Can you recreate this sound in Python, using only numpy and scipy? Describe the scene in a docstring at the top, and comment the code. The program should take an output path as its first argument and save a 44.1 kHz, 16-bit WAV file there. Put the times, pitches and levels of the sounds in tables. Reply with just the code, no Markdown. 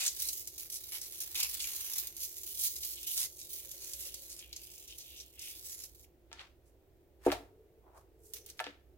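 """Dry garlic skin rustles, tears and snaps as it is peeled by hand in a small kitchen.
Each tiny break is a click, coloured by its own flake and the thicker layers beneath; fingertips rasp
on the husk. Then a knife crunches through a clove in swells of dense grains and knocks on a thin
plastic board, which rings briefly on its stone counter. A low hum fills the room underneath."""
import sys
import numpy as np
from scipy import signal
from scipy.fft import rfft, irfft, next_fast_len
from scipy.io import wavfile
from scipy.ndimage import uniform_filter1d

SR = 44100
rng = np.random.default_rng(int(sys.argv[2]) if len(sys.argv) > 2 else 0)


def dump(signal):
    """Clip the signal to [-1, 1] and save it as 16-bit WAV at the path in sys.argv[1]."""
    limited = np.clip(np.atleast_2d(signal).T, -1, 1)
    pcm = np.round(limited * 32767).astype(np.int16)
    wavfile.write(sys.argv[1], SR, pcm)


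N = 395577
TIME = np.arange(N) / SR

# room tail under the knife: (frequency [Hz], t60 [s])
ROOM_DECAY = [(200, 0.51), (1400, 0.35), (3700, 0.16), (9700, 0.34)]
# stereo image of diffuse sound: (frequency [Hz], left-right correlation [0..1])
STEREO_LIKENESS = [(60, 0.93), (300, 0.89), (600, 0.63), (1200, 0.12), (2500, 0.069)]
# EQ of the left microphone, mirrored on the right: (frequency [Hz], gain [dB])
LEFT_MIC_EQ = [(70, -2.5), (250, 0.2), (4000, 0.17), (8000, -0.77), (14000, -2.0)]
# tone of the noise bed: (frequency [Hz], relative level [dB])
HUM_EQ = [(25, -19), (62, -7), (120, -15.5), (215, -26.5), (335, -16), (480, -19.5), (700, -25),
          (1050, -37), (2000, -38.5), (5000, -45.5), (9500, -47.5), (15000, -40.5)]
# narrow resonances in the hum: (frequency [Hz], width [Hz], level [dB])
HUM_DRONES = [(60.8, 11, -69), (342.8, 19.7, -75.5), (382.4, 8.9, -76.5)]
# faint hollow tones swelling in the hum: (time [s], half length [s], frequency [Hz], level [dB])
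HUM_SWELLS = [(3.9, 0.7, 545, -74), (7.56, 0.29, 434, -65.5), (8.352, 0.21, 425, -64.5)]
# modes of the board on the counter: (frequency [Hz], gain [dB], t60 [s])
BOARD_MODES = [(214, -0.5, 0.14), (290, -5.5, 0.14), (365, -6.5, 0.087), (447, -11, 0.078),
               (497, -8.5, 0.075), (632, -10.5, 0.042), (726, -5.5, 0.043), (817, -11.5, 0.053),
               (920, -7.5, 0.051), (1364, -11.5, 0.093), (1748, -10.5, 0.1)]
# modes of the counter under the heaviest blow: (frequency [Hz], level [dB], t60 [s])
COUNTER_MODES = [(53.4, -45, 0.66), (95.5, -47.5, 0.62)]
# blade hits board: (time [s], level [dB], low cut from the spot [Hz], high cut from the contact [Hz])
BLADE_KNOCKS = [(6.316, -51, 400, 3800), (6.3291, -45.5, 603, 6500), (6.394, -42.5, 2200, 4150),
                (7.264, -15.5, 275, 680), (7.2695, -18.5, 650, 1090), (7.3025, -36, 600, 3000),
                (7.318, -30, 910, 4500), (7.3235, -23, 590, 1180), (8.593, -34.5, 1270, 4330),
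                (8.6013, -28.5, 820, 2600), (8.6085, -31.5, 537, 950), (8.642, -40.5, 924, 5040),
                (8.667, -39, 268, 3630)]
# slices and scrapes: (peak time [s], rise [s], fall [s], level [dB], low cut [Hz], high cut [Hz])
BLADE_STROKES = [(6.405, 0.03, 0.031, -50.5, 774, 3870), (6.676, 0.018, 0.025, -70, 4970, 13000),
                 (7.264, 0.015, 0.028, -48.5, 910, 14100), (7.28, 0.017, 0.044, -42.5, 680, 2350),
                 (7.317, 0.00077, 0.019, -37, 910, 4800), (7.319, 0.0037, 0.0091, -36.5, 5050, 15500),
                 (7.87, 0.033, 0.066, -65, 573, 1060), (7.98, 0.032, 0.018, -56, 550, 1150),
                 (7.979, 0.019, 0.02, -63, 3970, 14100), (8.249, 0.025, 0.095, -61, 6100, 14800),
                 (8.34, .002, 0.046, -54, 5500, 6460), (8.368, 0.019, 0.019, -48, 2140, 15800),
                 (8.493, 0.019, 0.012, -50.5, 2060, 14000), (8.602, 0.013, 0.0061, -48, 3950, 14000),
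                 (8.67, 0.038, 0.038, -52, 1280, 3500)]
# fingertip slips on the husk: (time [s], half length [s], level [dB])
HUSK_SCRATCHES = [(2.979, 0.013, -49.5), (3.089, 0.06, -51.5), (4.082, 0.12, -61), (4.426, 0.032, -57.5),
                  (4.661, 0.33, -66), (4.916, 0.034, -56), (5.132, 0.12, -59), (5.458, 0.082, -55.5)]
# fingers turning the clove: (time [s], level [dB], send to thick layers [dB])
RUBBING_CURVE = [(0.0, -43.5, -7), (0.38, -40, -17), (0.5, -51.5, -16), (0.63, -41, -11.5),
                 (0.68, -50.5, -10), (0.8, -43.5, -12.5), (1.3, -42.5, -8.5), (1.7, -37, -7.5),
                 (2.002, -37.5, -8), (2.14, -54, -4.5), (2.21, -39, -17), (2.33, -44.5, -15),
                 (2.55, -38, -17.5), (3.0, -43.5, -17), (3.351, -50.5, -21), (3.6, -45, -10),
                 (4.2, -45, -14.5), (4.42, -51, -7), (4.49, -58.5, -11), (4.67, -48.5, -18),
                 (5.1, -51, -22), (5.32, -59, -16), (5.56, -44.5, -13), (5.92, -59, -13),
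                 (6.04, -55.5, -15)]
# strips of skin: (start [s], length [s], level [dB], flake pitch [Hz], send to thick layers [dB])
SKIN_PULLS = [(-0.017, 0.087, -29.5, 8400, -4.5), (0.18, 0.096, -34.5, 10700, -13.5),
              (0.713, 0.057, -35.5, 9900, -27), (0.91, 0.058, -37, 11100, -4),
              (1.202, 0.032, -35.5, 11000, -13), (1.34, 0.07, -32, 10900, -7.5),
              (1.381, 0.074, -26.5, 2420, -9), (1.601, 0.038, -33.5, 8900, -17),
              (2.204, 0.05, -34, 12400, -18), (2.582, 0.07, -31.5, 12200, -21),
              (2.626, 0.048, -27, 12200, -16.5), (2.81, 0.13, -38, 15400, -17),
              (3.058, 0.16, -34.5, 12500, -18), (3.161, 0.089, -31.5, 9900, -9),
              (3.378, 0.037, -43.5, 8750, -30), (3.485, 0.11, -41, 14500, -27),
              (3.799, 0.12, -42.5, 10000, -10.5), (3.98, 0.1, -39.5, 11200, -13),
              (4.289, 0.041, -42.5, 8200, -15), (4.87, 0.048, -48, 6700, -19),
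              (4.987, 0.032, -44, 6300, -18), (5.155, 0.064, -46.5, 6600, -25),
              (5.405, 0.11, -41, 9200, -17), (5.636, 0.11, -40.5, 10800, -14.5),
              (5.767, 0.087, -43.5, 10000, -11.5)]
# brittle cracks, plus one soft dull click as the scene changes: (time [s], level [dB], pitch [Hz])
SNAP_HITS = [(0.0186, -36, 2300), (0.063, -22.5, 8300), (0.079, -24, 6800), (0.221, -28, 13300),
             (0.287, -26, 8300), (0.3298, -32, 10500), (0.4735, -34, 9800), (0.5796, -36, 10600),
             (0.597, -36, 12000), (0.7003, -36, 11800), (1.015, -35, 11500), (1.203, -34, 13000),
             (1.3538, -23.5, 2430), (1.4018, -25.5, 9900), (1.4301, -23.5, 10000), (1.4956, -33.5, 12800),
             (1.542, -32, 14300), (1.6017, -27.5, 3220), (1.642, -29, 2380), (1.762, -33, 12000),
             (1.8091, -35, 11400), (1.934, -33, 9600), (1.982, -27, 11800), (1.9977, -31, 13000),
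             (2.071, -33, 13100), (2.166, -37.5, 13600), (2.381, -37.5, 12500), (2.433, -38, 14000),
             (2.763, -35, 6450), (2.833, -32, 4800), (2.85, -32.5, 13500), (3.03, -36.5, 9600),
             (3.073, -33, 12500), (3.177, -27.5, 8700), (3.414, -40.5, 6740), (3.532, -35.5, 13000),
             (3.7138, -37.5, 10900), (3.845, -41, 9000), (3.934, -32.5, 8800), (4.1414, -34, 8700),
             (4.391, -40.5, 6860), (4.5286, -35.5, 4100), (4.563, -35.5, 7200), (4.879, -44.5, 9000),
             (4.9835, -39.5, 11700), (5.2003, -41, 4100), (5.3927, -40, 8200), (5.837, -38.5, 10500),
             (6.043, -49.5, 1700), (8.3355, -34, 13400), (8.4612, -43.5, 12600), (8.4997, -42.5, 6860)]
# tone of the thin skin: (frequency [Hz], gain [dB])
THIN_SKIN_EQ = [(500, -44.5), (1160.0, -26), (1900, -8), (2300, 0), (3460.0, 0), (4600.0, 2.5),
                (6220.0, 3.5), (8540.0, -5), (11400.0, -0.06), (14420.0, 2)]
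# tone of the thick layers: (frequency [Hz], gain [dB])
THICK_SKIN_EQ = [(200, -28.5), (500, -14), (900, -7), (1300, -7), (1900, -3.5), (2700, 1.5), (3800, -0.5),
                 (7000, -39)]


def from_db(db):
    """Decibels to gain."""
    return 10 ** (np.asarray(db) / 20)


def rms_one(x):
    """Scale to rms 1."""
    return x / np.sqrt(np.mean(x ** 2) + 1e-20)


def at_hz(points, hz):
    """Read a curve on a log-frequency axis."""
    f, value = np.transpose(points)
    return np.interp(np.log(hz + 1e-9), np.log(f), value)


def add(out, s, sound):
    """Mix a sound into the stereo bus at time s."""
    start = int(s * SR)
    out[:, start:start + sound.shape[1]] += sound[:, :N - start]


def band(x, low_hz, high_hz, order=2):
    """Butterworth band-pass."""
    return signal.sosfilt(signal.butter(order, [low_hz, high_hz], "band", fs=SR, output="sos"), x + 1e-18)


def colour(x, eq, size=4096):
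    """Minimum-phase EQ: follows the curve with no pre-ring."""
    gains = from_db(at_hz(eq, np.arange(size // 2 + 1) * SR / size))
    cepstrum = irfft(np.log(gains))
    cepstrum[1:size // 2] *= 2
    cepstrum[size // 2 + 1:] = 0
    impulse = irfft(np.exp(rfft(cepstrum)))
    return signal.oaconvolve(np.atleast_2d(x), impulse[None], axes=1)[:, :N]


def ring(force, modes):
    """A struck body: each click sets one decaying sine ringing per mode."""
    out = 0
    for hz, db, t60 in modes:
        r, w = 10 ** (-3 / (t60 * SR)), 2 * np.pi * hz / SR
        out += from_db(db) * signal.lfilter([0, np.sin(w)], [1, -2 * r * np.cos(w), r * r], force + 1e-18)
    return out


def fractures(per_s, spread_db, size=N):
    """Tiny breaks as random clicks: many small, a few large."""
    heights = from_db(spread_db * np.minimum(rng.exponential(1, size), 4))
    return (rng.random(size) < per_s / SR) * heights * rng.choice([-1, 1], size)


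def diffuse(length):
    """Stereo white noise, centred in the bass and wide in the treble."""
    mid, side = rfft(rng.standard_normal((2, 2 * next_fast_len(length // 2 + 1))))
    alike = at_hz(STEREO_LIKENESS, np.linspace(0, SR / 2, len(mid)))
    pair = np.sqrt(1 + alike) * mid + np.sqrt(1 - alike) * side * [[1], [-1]]
    return irfft(pair)[:, :length] / np.sqrt(2)


def linger(power, t60):
    """Spread energy over an exponential decay."""
    r = 10 ** (-6 / (t60 * SR))
    return signal.lfilter([1 - r], [1, -r], power + 1e-24)


def kitchen(x, near_db, near_t60, room_db, room_t60):
    """Direct sound, scatter off counter and jars, then the room's tail; total power is kept."""
    near, room = from_db(near_db) ** 2, from_db(room_db) ** 2
    scatter = linger(x ** 2, near_t60)
    reflected_power = near * scatter + room * linger(scatter, room_t60)
    direct = np.array([x, np.pad(x, (5, 0))[:len(x)]])   # left ear first
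    # every contact has its own place, so its reflections never repeat
    return (direct + np.sqrt(reflected_power) * diffuse(len(x))) / np.sqrt(1 + near + room)


def hum(bed_db=-66):
    """Room tone: a steady noise bed with narrow resonances; faint tones come and go in it."""
    bed = rms_one(colour(diffuse(N), HUM_EQ))
    white = rng.standard_normal(N)
    tones = np.zeros(N)
    for hz, width, db in HUM_DRONES:
        tones += from_db(db) * rms_one(band(white, hz - width / 2, hz + width / 2))
    for s, half, hz, db in HUM_SWELLS:
        swell = np.exp(-((TIME - s) / half) ** 2)
        tones += from_db(db) * swell * rms_one(band(white, hz - 25, hz + 25))
    return from_db(bed_db) * bed + tones


def knife_knocks(clack_db=31.5):
    """Each blow gives a dry clack and rings the board's damped modes; the heaviest shakes the counter."""
    force, blow = np.zeros((2, N)), signal.unit_impulse(SR // 2)
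    for s, db, low_hz, high_hz in BLADE_KNOCKS:
        tail_s = at_hz(ROOM_DECAY, np.sqrt(low_hz * high_hz))
        heard = kitchen(blow, near_db=-4, near_t60=.09, room_db=-11, room_t60=tail_s)
        add(force, s, from_db(db) * band(heard, low_hz, high_hz, order=3))
    board = ring(force, BOARD_MODES) + from_db(clack_db) * force
    out = band(board, low_hz=255, high_hz=15000, order=4)
    heaviest_s = max(BLADE_KNOCKS, key=lambda knock: knock[1])[0]
    add(out, heaviest_s, ring(blow, COUNTER_MODES)[None])
    return out


def knife_strokes(cells_per_s=5000, trim_db=.5):
    """The edge bursts cells and rubs the plastic: dense grains under a quick swell."""
    grains, out = fractures(cells_per_s, spread_db=5.5), np.zeros((2, N))
    for s, rise, fall, db, low_hz, high_hz in BLADE_STROKES:
        span = slice(int((s - .15) * SR), int((s + .4) * SR))
        swell = np.exp(np.minimum((TIME[span] - s) / rise, (s - TIME[span]) / fall))
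        makeup = np.sqrt(SR / 2 / (high_hz - low_hz))   # for the power lost in the band-pass
        burst = from_db(db + trim_db) * swell * rms_one(grains[span]) * makeup
        tail_s = at_hz(ROOM_DECAY, np.sqrt(low_hz * high_hz))
        heard = kitchen(burst, near_db=9, near_t60=.024, room_db=1, room_t60=tail_s)
        add(out, span.start / SR, band(heard, low_hz, high_hz))
    return out


def crackle(db, envelope, breaks_per_s=1150, reference_db=-47):
    """Dry fibres breaking: harder pulling makes the crackle both louder and denser."""
    density = breaks_per_s * from_db(.45 * (db - reference_db))
    clicks = fractures(density, spread_db=3.1, size=len(envelope))
    # ride the level over about 30 ms, keeping the grain
    power = np.maximum(uniform_filter1d(clicks ** 2, 1300), 0) + np.mean(clicks ** 2) / 1000
    shaped = from_db(db) * envelope * clicks / np.sqrt(power)
    return kitchen(shaped, near_db=-1, near_t60=.022, room_db=-6.5, room_t60=.2)


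def scratches(centre_hz=3130, width_hz=1200):
    """Slips of a fingertip rasp over the husk, whose broad hollow shifts a little with every grip."""
    out, t = np.zeros((2, N)), TIME[:SR // 2] - .2
    makeup = np.sqrt(SR / 2 / width_hz)
    for s, half, db in HUSK_SCRATCHES:
        hz = centre_hz * rng.uniform(.93, 1.07)
        rasp = makeup * crackle(db, np.exp(-(t / half) ** 2))
        add(out, s + t[0], band(rasp, hz - width_hz / 2, hz + width_hz / 2))
    return out


def rubbing(flake_hz=12400, slip_db=2, slips_per_s=120, end_s=6.05):
    """Loose skin catches and slips unevenly under the fingers until the peeling stops."""
    s, db, thick_send_db = np.transpose(RUBBING_CURVE)
    knots = rng.standard_normal(4096)
    slips = rms_one(np.interp(TIME * slips_per_s, np.arange(len(knots)), knots))
    envelope = (TIME < end_s) * from_db(slip_db * np.minimum(slips, 2))
    return 0, crackle(np.interp(TIME, s, db), envelope), flake_hz, np.interp(TIME, s, thick_send_db)


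def pulls(attack_s=.013, release_s=.012):
    """Each pull tightens, holds and lets go of one piece of skin."""
    for s, length, db, flake_hz, thick_send_db in SKIN_PULLS:
        start = max(s, 0)
        t = TIME[int(start * SR):int((s + length + .2) * SR)] - s
        envelope = np.clip(t / attack_s, 0, 1) * np.exp(-np.maximum(t - length, 0) / release_s)
        yield start, crackle(db, envelope), flake_hz, thick_send_db


def snaps(run_gain=.35, run_s=.004, thick_send_db=-17):
    """A crack is one sharp break running on for a few ms in smaller ones; the dull click has this shape."""
    t = TIME[:SR // 5]
    for s, db, hz in SNAP_HITS:
        crack = run_gain * np.exp(-t / run_s) * rng.laplace(0, 1, len(t))
        crack[0] = 1
        crack *= from_db(db) / np.std(crack[:SR // 100])   # the first 10 ms set the level
        heard = kitchen(crack, near_db=-1, near_t60=.045, room_db=-5, room_t60=.23)
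        yield s, heard, hz, thick_send_db


def crumple(x, wander_db, ring_db, q, count, hop=4096):
    """The flakes bend: about every tenth of a second a new set of resonances fades in over the last."""
    fft_size, out = 4 * hop, np.zeros_like(x)
    f = np.arange(1, 2 * hop + 2) * SR / fft_size
    fade = signal.get_window("hann", 2 * hop)
    for i in range(-hop, N, hop):
        positions = (np.arange(count) + rng.random(count)) / count
        hz = 2000 * 7.5 ** positions[:, None]   # scattered from 2 to 15 kHz
        gains = from_db(ring_db + wander_db * np.minimum(rng.standard_normal((count, 1)), 2))
        response = 1 + np.sum(gains / (1 + 1j * q * (f / hz - hz / f)), axis=0)
        start = max(i, 0)
        piece = x[:, start:i + 2 * hop] * fade[start - i:N - i]
        out[:, start:start + fft_size] += irfft(rfft(piece, fft_size) * response)[:, :N - start]
    return out


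def garlic_skin(thin_db=-5, thick_db=-3.5, flake_q=1.36):
    """Every break sounds at the broad pitch of its own flake, and less in the thick layers beneath."""
    thin, thick = np.zeros((2, 2, N))
    for s, breaks, flake_hz, thick_send_db in [*snaps(), *pulls(), rubbing()]:
        flake = signal.iirpeak(flake_hz, flake_q, fs=SR)
        add(thin, s, signal.lfilter(*flake, breaks + 1e-18))
        add(thick, s, from_db(thick_send_db) * breaks)
    rustle = from_db(thin_db) * colour(thin, THIN_SKIN_EQ)
    rustle += from_db(thick_db) * colour(thick, THICK_SKIN_EQ)
    # large limp flakes colour the rustle broadly, small stiff ones ring
    rustle = crumple(rustle, wander_db=5, ring_db=-8.5, q=6, count=8)
    return crumple(rustle + scratches(), wander_db=7.5, ring_db=-7.5, q=70, count=22)


def scene():
    """The mix: skin, knife and board over the kitchen's hum."""
    return garlic_skin() + knife_strokes() + knife_knocks() + hum()


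def record(dry):
    """Two microphones with mirrored EQ, then a steep high cut."""
    right_eq = [(hz, -db) for hz, db in LEFT_MIC_EQ]
    pair = np.vstack([colour(dry[0], LEFT_MIC_EQ), colour(dry[1], right_eq)])
    high_cut = signal.ellip(10, .2, 70, 16100, fs=SR, output="sos")
    return signal.sosfilt(high_cut, pair)


dry = scene()
out = record(dry)
dump(out)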